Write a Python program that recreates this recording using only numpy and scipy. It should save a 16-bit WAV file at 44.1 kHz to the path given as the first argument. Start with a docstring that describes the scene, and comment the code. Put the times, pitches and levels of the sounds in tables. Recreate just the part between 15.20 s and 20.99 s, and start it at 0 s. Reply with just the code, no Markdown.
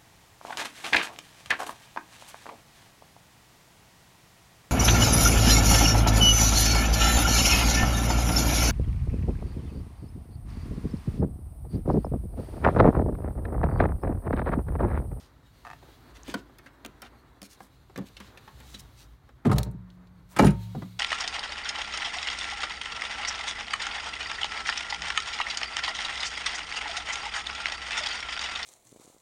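"""A heavy car battery is lifted by its handle and set into its tray in an open engine bay.
Hands brush and knock on plastic trim, a panel creaks in stick-slip and hard edges snap. The battery
lands twice, rocking on its edges: the tray thumps, the case clacks, a metal fitting pings and the
body panels hum on. Short, dull bay reflections surround the contacts, over faint outdoor air."""
import sys
import numpy as np
from scipy import signal
from scipy.fft import rfft, irfft
from scipy.io import wavfile
from scipy.ndimage import uniform_filter1d

SR = 44100
rng = np.random.default_rng(int(sys.argv[2]) if len(sys.argv) > 2 else 0)


def to_wav(s):
    """Save 16-bit WAV."""
    ch = np.atleast_2d(s).T  # columns
    pcm = np.round(np.clip(ch, -1, 1) * 32767)  # PCM
    wavfile.write(sys.argv[1], SR, pcm.astype(np.int16))


N = 255339
T = np.arange(N) / SR
HIT = T[:SR // 2]  # time axis of a one-shot

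# the two landings: touch_s, settle_s, full_weight_s, low_hum_db, mid_hum_db, high_hum_db
LANDINGS = [(4.251, 0.0055, 4.33, -22.5, -43.5, -41), (5.185, 0.05, 5.214, -21.5, -28.5, -38.5)]


def undb(db):
    """Decibels to gain."""
    return 10 ** (np.asarray(db) / 20)


def fade(t, t60):
    """Exponential decay that loses 60 dB in t60."""
    return np.exp(-np.log(1000) * t / t60)


def level(x, db, size=None):
    """Set the rms of the first samples (or of all)."""
    return x * undb(db) / np.sqrt(np.mean(x[:size] ** 2) + 1e-20)


def hump(hz, centre_hz, q):
    """Gain of a band-pass resonance."""
    ratio = np.maximum(hz, 1) / centre_hz
    return 1 / np.sqrt(1 + (q * (ratio - 1 / ratio)) ** 2)


def colour(x, gain, size=4096):
    """Minimum-phase EQ with the given gain curve, built from its cepstrum."""
    hz = np.arange(size // 2 + 1) * SR / size
    cepstrum = irfft(np.log(gain(hz) + 1e-6))
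    cepstrum[1:size // 2] *= 2
    cepstrum[size // 2 + 1:] = 0
    return signal.fftconvolve(x, irfft(np.exp(rfft(cepstrum))))[:len(x)]


def spectrum(points):
    """EQ curve through (Hz, dB) points."""
    hz, db = np.transpose(points)
    return lambda f: undb(np.interp(np.log(f + 1), np.log(hz), db))


def ripple(depth_db, spacing_hz):
    """EQ curve of chance peaks and dips."""
    db = depth_db * rng.standard_normal(400)
    return lambda f: undb(np.interp(f / spacing_hz, np.arange(len(db)), db))


def walk(per_s):
    """A slow random wander with a spread near 1."""
    knots = np.linspace(0, T[-1], int(per_s * T[-1]) + 2)
    return np.interp(T, knots, rng.standard_normal(len(knots)))


def ring(modes, t=HIT):
    """Struck modes; neighbours swing in opposite directions."""
    return sum((-1) ** k * undb(db) * np.sin(2 * np.pi * hz * t) * fade(t, t60)
               for k, (hz, db, t60) in enumerate(modes))


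def burst(t60):
    """Countless overlapping modes: noise that dies away."""
    return rng.standard_normal(len(HIT)) * fade(HIT, t60)


def add(out, s, x):
    """Mix a sound in at time s."""
    start = int(s * SR)
    out[start:start + len(x)] += x[:N - start]


def impacts(hits, thump_hz_at, modes, modes_db, thump_q, thump_noise_db, clack_q, clack_t60,
            crack_t60, crack_top_hz, uneven_db):
    """Each hit is three layers: a tray thump, a plastic clack and a crack at the touching edge."""
    # tray modes: pitch_hz, level_db, t60_s
    tray_modes = [(114.8, 4.5, 0.26), (135, -9.5, 0.16), (152, 3, .16), (202.3, 5, 0.23),
                  (248.3, -0.5, 0.098), (288, 6, 0.084), (340.6, 3, .17), (443, -4.5, 0.026)]
    # EQ of the edge crack: frequency_hz, gain_db
    crack_eq = [(500, -17), (1800, 2.5), (3500, 8), (6000, 5), (10000, 3.5), (16000, -1)]
    crack_tone = lambda f: spectrum(crack_eq)(f) / np.hypot(1, (f / crack_top_hz) ** 4)
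    tray, plastic = ring(tray_modes), level(ring(modes), 0, size=512)
    thump_attack = 1 - np.exp(-HIT / 0.00081)
    out = np.zeros(N)
    for s, thump_db, clack_db, clack_hz, crack_db, contact_s in hits:
        thump_hz = thump_hz_at(s)
        thud = colour(burst(0.15), lambda f: hump(f, thump_hz, 1.44) ** 2)
        boom = colour(tray, lambda f: hump(f, thump_hz, thump_q))
        thump = level(boom, 0, size=1024) + level(thud, thump_noise_db, size=1024)
        add(out, s, level(thump * thump_attack, thump_db, size=1024))

        # a glancing contact builds slowly and rings longer, a square one speaks at once
        attack = 1 - np.exp(-HIT / contact_s)
        t60 = clack_t60 * (contact_s / .001) ** 0.4
        clack_tone = lambda f: hump(f, clack_hz, clack_q) ** 2
        # each point of contact favours other modes
        dense = colour(burst(t60), ripple(uneven_db, spacing_hz=109.14))
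        clack = level(colour(dense, clack_tone), 0, size=384)
        clack += level(colour(plastic, clack_tone), modes_db, size=384)
        add(out, s, level(clack * attack, clack_db, size=384))

        crack = colour(burst(crack_t60), ripple(uneven_db, spacing_hz=259.2))
        add(out, s, level(colour(crack, crack_tone) * attack, crack_db, size=256))
    return out


def air(murmur_trim_db=0.5, hiss_trim_db=2, flicker_db=1.85, shimmer_db=5):
    """Outdoor bed: rumble and distant murmur swell and flicker; a faint hiss keeps shifting colour."""
    # levels of murmur and hiss before, between and after the landings: time_s, murmur_db, hiss_db
    air_levels = [
        [(0.0, -61, -80), (0.29, -65, -68.5), (0.53, -62.5, -65), (1.03, -56.5, -68), (1.24, -62, -73.5),
         (1.78, -57.5, -71.5), (2.05, -61.5, -74), (2.26, -65, -76), (2.4, -62, -68.5), (2.74, -67.5, -71.5),
         (2.94, -59.5, -65.5), (3.26, -59, -65.5), (3.65, -62.5, -64), (3.97, -66.5, -74), (4.2, -62.5, -77)],
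        [(4.62, -65.5, -81), (4.82, -63.5, -76), (5.08, -65, -76.5)],
        [(5.4, -63, -61), (5.722, -64.5, -64), (5.79, -63.5, -64.5)],
    ]
    # fader ride of the rumble: time_s, level_db
    rumble_ride = [(0, -57.5), (.85, -53.5), (1.3, -58.5), (2.4, -60), (2.6, -56), (3.2, -54.5),
                   (3.75, -52), (4.05, -55), (5.79, -55.5)]
    # EQ of each layer: frequency_hz, gain_db
    rumble_eq = [(20, -36), (38, -9), (56, 11), (80, -0.5), (140, 0.5), (220, -19.5), (400, -28),
                 (900, -66)]
    murmur_eq = [(100, -25), (250, 15), (500, 5.5), (1100, 6), (1900, 0), (3000, -15), (6000, -27)]
    hiss_eq = [(800, -14), (2200, -2.5), (3100, -1), (3650, 1), (3950, -0.5), (4400, -2), (5200, -7),
               (6800, -7.5), (9000, -11), (13000, -11.5), (16000, -10.5)]
    s, murmur_db, hiss_db = np.vstack(air_levels).T
    shimmer = np.zeros(N)
    for _ in range(7):
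        strand = colour(rng.standard_normal(N), ripple(depth_db=5.5, spacing_hz=171))
        shimmer += strand * undb(shimmer_db * walk(per_s=11))
    shimmer /= np.sqrt(uniform_filter1d(shimmer ** 2, size=4096))  # hold the level, let the colour move
    layers = [(rng.standard_normal(N), rumble_eq, np.interp(T, *np.transpose(rumble_ride))),
              (rng.standard_normal(N), murmur_eq, np.interp(T, s, murmur_db) + murmur_trim_db),
              (shimmer, hiss_eq, np.interp(T, s, hiss_db) + hiss_trim_db)]
    return sum(level(colour(noise, spectrum(eq)), db + flicker_db * walk(per_s=20))
               for noise, eq, db in layers)


def rubs(grain_db=3):
    """Swells of tiny uneven catches as sleeve, fingers and case slide over plastic."""
    # slides: peak_s, half_length_s, level_db, centre_hz
    slides = [(0.004, 0.047, -58.5, 3500), (0.965, 0.013, -54, 2330), (1.098, 0.026, -45.5, 2100),
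              (1.185, 0.015, -54.5, 2060), (1.86, 0.013, -51.5, 1650), (2.251, 0.014, -51, 4140),
              (2.324, 0.019, -54.5, 4650), (2.434, .025, -62, 6540), (2.873, 0.012, -55, 3430),
              (3.06, 0.034, -57.5, 1980), (3.522, 0.07, -58.5, 4270), (3.599, 0.0068, -48.5, 5070),
              (3.808, 0.028, -56, 3900), (4.398, 0.012, -55, 5000), (4.445, 0.0072, -56, 7000),
              (5.122, 0.018, -57, 7600), (5.159, 0.031, -53, 895)]
    out = np.zeros(N)
    for peak_s, half_s, db, hz in slides:
        grip = np.repeat(rng.standard_normal(len(HIT)), 32)[:len(HIT)]
        grains = rng.standard_normal(len(HIT)) * undb(grain_db * grip)
        catches = colour(grains, ripple(depth_db=2.3, spacing_hz=216.0))
        friction = colour(catches, lambda f: hump(f, hz, q=0.52) ** 2)
        start = max(peak_s - 3 * half_s, 0)
        swell = np.exp(-.5 * ((start + HIT - peak_s) / half_s) ** 2)
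        add(out, start, level(friction, db) * swell)
    return out


def creak(start_s=.450, release_s=.532, slip_db=-41.5, grit_db=-1, count=9,
          gap_s=.0052, slowing=1.11, jitter_s=.0019, scatter_db=3):
    """Stick-slip: ever slower slips ring a thin trim panel with a little grit, then it lets go."""
    # panel modes: pitch_hz, level_db, t60_s
    panel_modes = [(720, 2.5, 0.038), (900, 3, 0.027), (1210, 6.5, 0.02), (1790, 4.5, 0.021),
                   (2610, -5, 0.047)]
    late, force = rng.standard_normal((count, 2)).T
    gaps = gap_s * slowing ** np.arange(count)
    times = start_s + np.cumsum(gaps) - gaps + jitter_s * late
    out = np.zeros(N)
    for s, db in [*zip(times, slip_db + scatter_db * force), (release_s, slip_db)]:
        slip = level(ring(panel_modes), 0, size=192) + level(burst(0.03), grit_db, size=192)
        slip = colour(slip, lambda f: hump(f, centre_hz=960, q=0.3) ** 2)
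        add(out, s, level(slip, db, size=192))
    return out


def taps(from_s=.55, to_s=3.5, count=9, thump_db=-70, clack_db=-62, clack_hz=600, crack_db=-85,
         contact_s=0.0037, scatter_db=4, scatter_octaves=0.32):
    """Hit list of faint finger taps on the trim, each at a chance moment in its own time slot."""
    slot_s = (to_s - from_s) / count
    when, force, place = rng.uniform(-1, 1, (count, 3)).T
    times = from_s + slot_s * (np.arange(count) + (when + 1) / 2)
    centres_hz = clack_hz * 2 ** (scatter_octaves * place)
    return [(s, thump_db + accent_db, clack_db + accent_db, hz, crack_db, contact_s)
            for s, accent_db, hz in zip(times, scatter_db * force, centres_hz)]


def knocks():
    """Hand, handle and case knock lightly on plastic, with finger taps scattered among them."""
    # knocks: start_s, thump_db, clack_db, clack_hz, crack_db, contact_s
    hits = [(.626, -71, -52.5, 500, -78, 0.0015), (1.080, -38.5, -50, 850, -51, 0.019),
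            (1.1404, -32.5, -29, 1280, -37, 0.0017), (1.295, -56.5, -56, 520, -83, 0.0011),
            (1.384, -59, -54.5, 1720, -52.5, 0.0044), (1.460, -60, -48.5, 1530, -62, 0.0055),
            (1.648, -46, -41.5, 1210, -45, 0.00094), (1.661, -55.5, -50.5, 1110, -43, 0.00018),
            (1.8185, -52.5, -48, 1090, -44, 0.013), (2.217, -48, -53, 1180, -45.5, 0.00082),
            (2.229, -63, -48.5, 870, -46, 0.0002), (2.404, -57, -43.5, 720, -60, 0.00069),
            (2.696, -71, -52.5, 510, -72, 0.0016), (2.759, -48, -41, 1570, -68, 0.001),
            (2.775, -35.5, -45.5, 950, -46.5, 0.0056), (2.787, -37.5, -51, 800, -55, 0.0022),
            (2.812, -47.5, -52, 750, -65, 0.0035), (2.967, -70, -44.5, 2490, -78, .0014),
            (3.001, -48, -46.5, 1400, -51.5, 0.0051), (3.173, -61, -47.5, 1900, -58, 0.0025),
            (3.275, -60, -46.5, 940, -80, 0.004), (3.401, -59, -54, 1190, -56, 0.0055),
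            (3.541, -50, -42.5, 2760, -57, 0.005), (4.090, -60, -54, 1070, -72, 0.0018),
            (5.548, -32.5, -38, 680, -72, 0.0027), (5.6195, -38.5, -42.5, 753, -79, 0.0021)]
    # the thump deepens as the hands move from light trim to the heavy battery: time_s, centre_hz
    deepening = [(1.1, 280), (2.8, 206), (5.6, 178)]
    # plastic trim modes: pitch_hz, level_db, t60_s
    trim_modes = [(520, 23, 0.039), (716, 3.5, 0.14), (1038, -10, 0.027), (1300, -17, 0.068),
                  (2040, -3.5, 0.017), (2530, -3, 0.044), (3170, -1, 0.053), (3600, 3, 0.072)]
    return impacts(hits + taps(), lambda s: np.interp(s, *np.transpose(deepening)), trim_modes,
                   modes_db=-8.5, thump_q=3.1, thump_noise_db=4, clack_q=0.77, clack_t60=0.037,
                   crack_t60=0.013, crack_top_hz=19000, uneven_db=3.5)


def snaps(edge_hz=4080, edge_db=-6):
    """Hard plastic snaps home: a sharp, dry tick, coloured by the ring of the stiff edge."""
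    # ticks: start_s, level_db, centre_hz, q, t60_s
    ticks = [(1.033, -47.5, 6500, 5.2, 0.0068), (4.3831, -25, 5580, 0.13, 0.027),
             (4.4314, -35, 5130, 0.51, 0.021), (4.512, -60, 10000, 1.6, 0.04),
             (4.702, -57.5, 3370, 1.5, 0.024), (4.87, -64.5, 2960, 0.69, 0.043)]
    out = np.zeros(N)
    for s, db, hz, q, t60 in ticks:
        tick = level(colour(burst(t60), lambda f: hump(f, hz, q) ** 2), 0, size=128)
        edge = level(colour(tick, lambda f: hump(f, edge_hz, q=7)), edge_db, size=128)
        add(out, s, level(tick + edge, db, size=128))
    return out


def thump_pitch(s, touch_hz=246, seated_hz=130):
    """From each first touch the thump sinks as the tray takes the weight."""
    since_s, settle_s = min((abs(s - touch), settle) for touch, settle, *_ in LANDINGS)
    return seated_hz + (touch_hz - seated_hz) * np.exp(-since_s / settle_s)


def battery():
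    """The battery rocks into its tray: two clusters of heavy hits from the edges of its case."""
    # edge hits: start_s, thump_db, clack_db, clack_hz, crack_db, contact_s
    hits = [(4.249, -33, -35, 1170, -59, 0.0034), (4.253, -20.5, -34, 490, -53, 0.0017),
            (4.265, -20, -27.5, 340, -48.5, 0.0015), (4.294, -21, -35, 960, -60, 0.0029),
            (4.3145, -24, -25, 790, -40.5, .0004), (4.328, -33, -32.5, 746, -43.5, 0.00069),
            (4.356, -31.5, -42.5, 600, -53, 0.014), (4.380, -28.5, -37.5, 820, -69, 0.0029),
            (4.460, -34, -50.5, 530, -82, .006), (4.538, -39, -75, 400, -85, 0.0025),
            (5.1625, -37, -32, 1320, -42, 0.0036), (5.187, -27.5, -21.5, 1350, -30.5, 0.0022),
            (5.194, -17, -13.5, 795, -44, 0.00031), (5.201, -17, -30.5, 460, -42, 0.0018),
            (5.221, -30, -28.5, 383, -41, 0.0017), (5.233, -24, -22.5, 728, -47, 0.00048),
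            (5.2435, -14, -32, 1290, -37.5, 0.0033), (5.266, -45, -32.5, 1710, -39.5, 0.0031),
            (5.284, -27, -43, 850, -54, .0005), (5.305, -53, -50, 594, -49, .001)]
    # battery case modes: pitch_hz, level_db, t60_s
    case_modes = [(318, -10, 0.15), (424, 8.5, 0.18), (564.5, -2, 0.25), (608, 1.5, 0.16), (734, 4, 0.064),
                  (774, -5, 0.15), (852, 1.5, 0.089), (919, -13, 0.5), (1024, -1, 0.095), (1088, -2, 0.06),
                  (1264, 5, 0.063), (1400, -0.5, 0.061), (1682, -28, 0.32), (1870, -4, 0.1),
                  (2400, -5, 0.084), (2835, 2, 0.114)]
    return impacts(hits, thump_pitch, case_modes,
                   modes_db=-1.5, thump_q=3.0, thump_noise_db=0.5, clack_q=0.97, clack_t60=0.069,
                   crack_t60=0.058, crack_top_hz=11900, uneven_db=2.5)


def body_hum(attack_s=0.011, twin_ratio=1.035, twin_db=-13):
    """The car's sheet metal hums on under the weight, each mode beating against a weaker twin."""
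    # body panel modes: pitch_hz, level_db, t60_s
    body_modes = [(59, 0, 0.58), (108.8, 0, 1.51), (180.8, 0, 2.68)]
    attack = 1 - np.exp(-T / attack_s)
    out = np.zeros(N)
    for _, _, s, *hum_db in LANDINGS:
        for (hz, mode_db, t60), db in zip(body_modes, hum_db):
            tone = ring([(hz, mode_db, t60)], T)
            twin = ring([(hz * twin_ratio, mode_db + twin_db, t60)], T)
            add(out, s, level(tone + twin, db, size=1024) * attack)
    return out


def fitting():
    """The second landing jolts a small metal fitting into short, very high pings."""
    # jolts: start_s, level_db
    jolts = [(5.2475, -46), (5.256, -38), (5.304, -54.5)]
    # fitting modes: pitch_hz, level_db, t60_s
    metal_modes = [(6940, -3.5, 0.08), (9100, -7, 0.076), (9660, 2, 0.077)]
    out = np.zeros(N)
    for s, db in jolts:
        add(out, s, level(ring(metal_modes), db, size=512))
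    return out


def bay(x, t60=0.25, build_s=0.0069, wet_db=-3.48):
    """Dense, dull reflections between the panels of the engine bay."""
    tail = burst(t60) * (1 - np.exp(-HIT / build_s))
    tail = colour(tail, lambda f: hump(f, centre_hz=700, q=0.32))
    tail /= np.abs(rfft(tail)).max()
    return x + undb(wet_db) * signal.fftconvolve(x, tail)[:N]


def scene():
    """All contacts sound in the bay; the body hum and outdoor air stay dry."""
    contacts = battery() + knocks() + snaps() + fitting() + creak() + rubs()
    return (bay(contacts) + body_hum() + air())[None]


def record(dry, low_hz=34, ceiling=.52, top_hz=15750):
    """A close phone thins the deepest bass, rounds the loudest peaks and cuts the top."""
    thin = signal.sosfilt(signal.butter(3, low_hz, "highpass", fs=SR, output="sos"), dry)
    rounded = thin / (1 + (thin / ceiling) ** 4) ** (1 / 4)
    return signal.sosfilt(signal.ellip(8, .2, 70, top_hz, fs=SR, output="sos"), rounded)


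dry = scene()
out = record(dry)
to_wav(out)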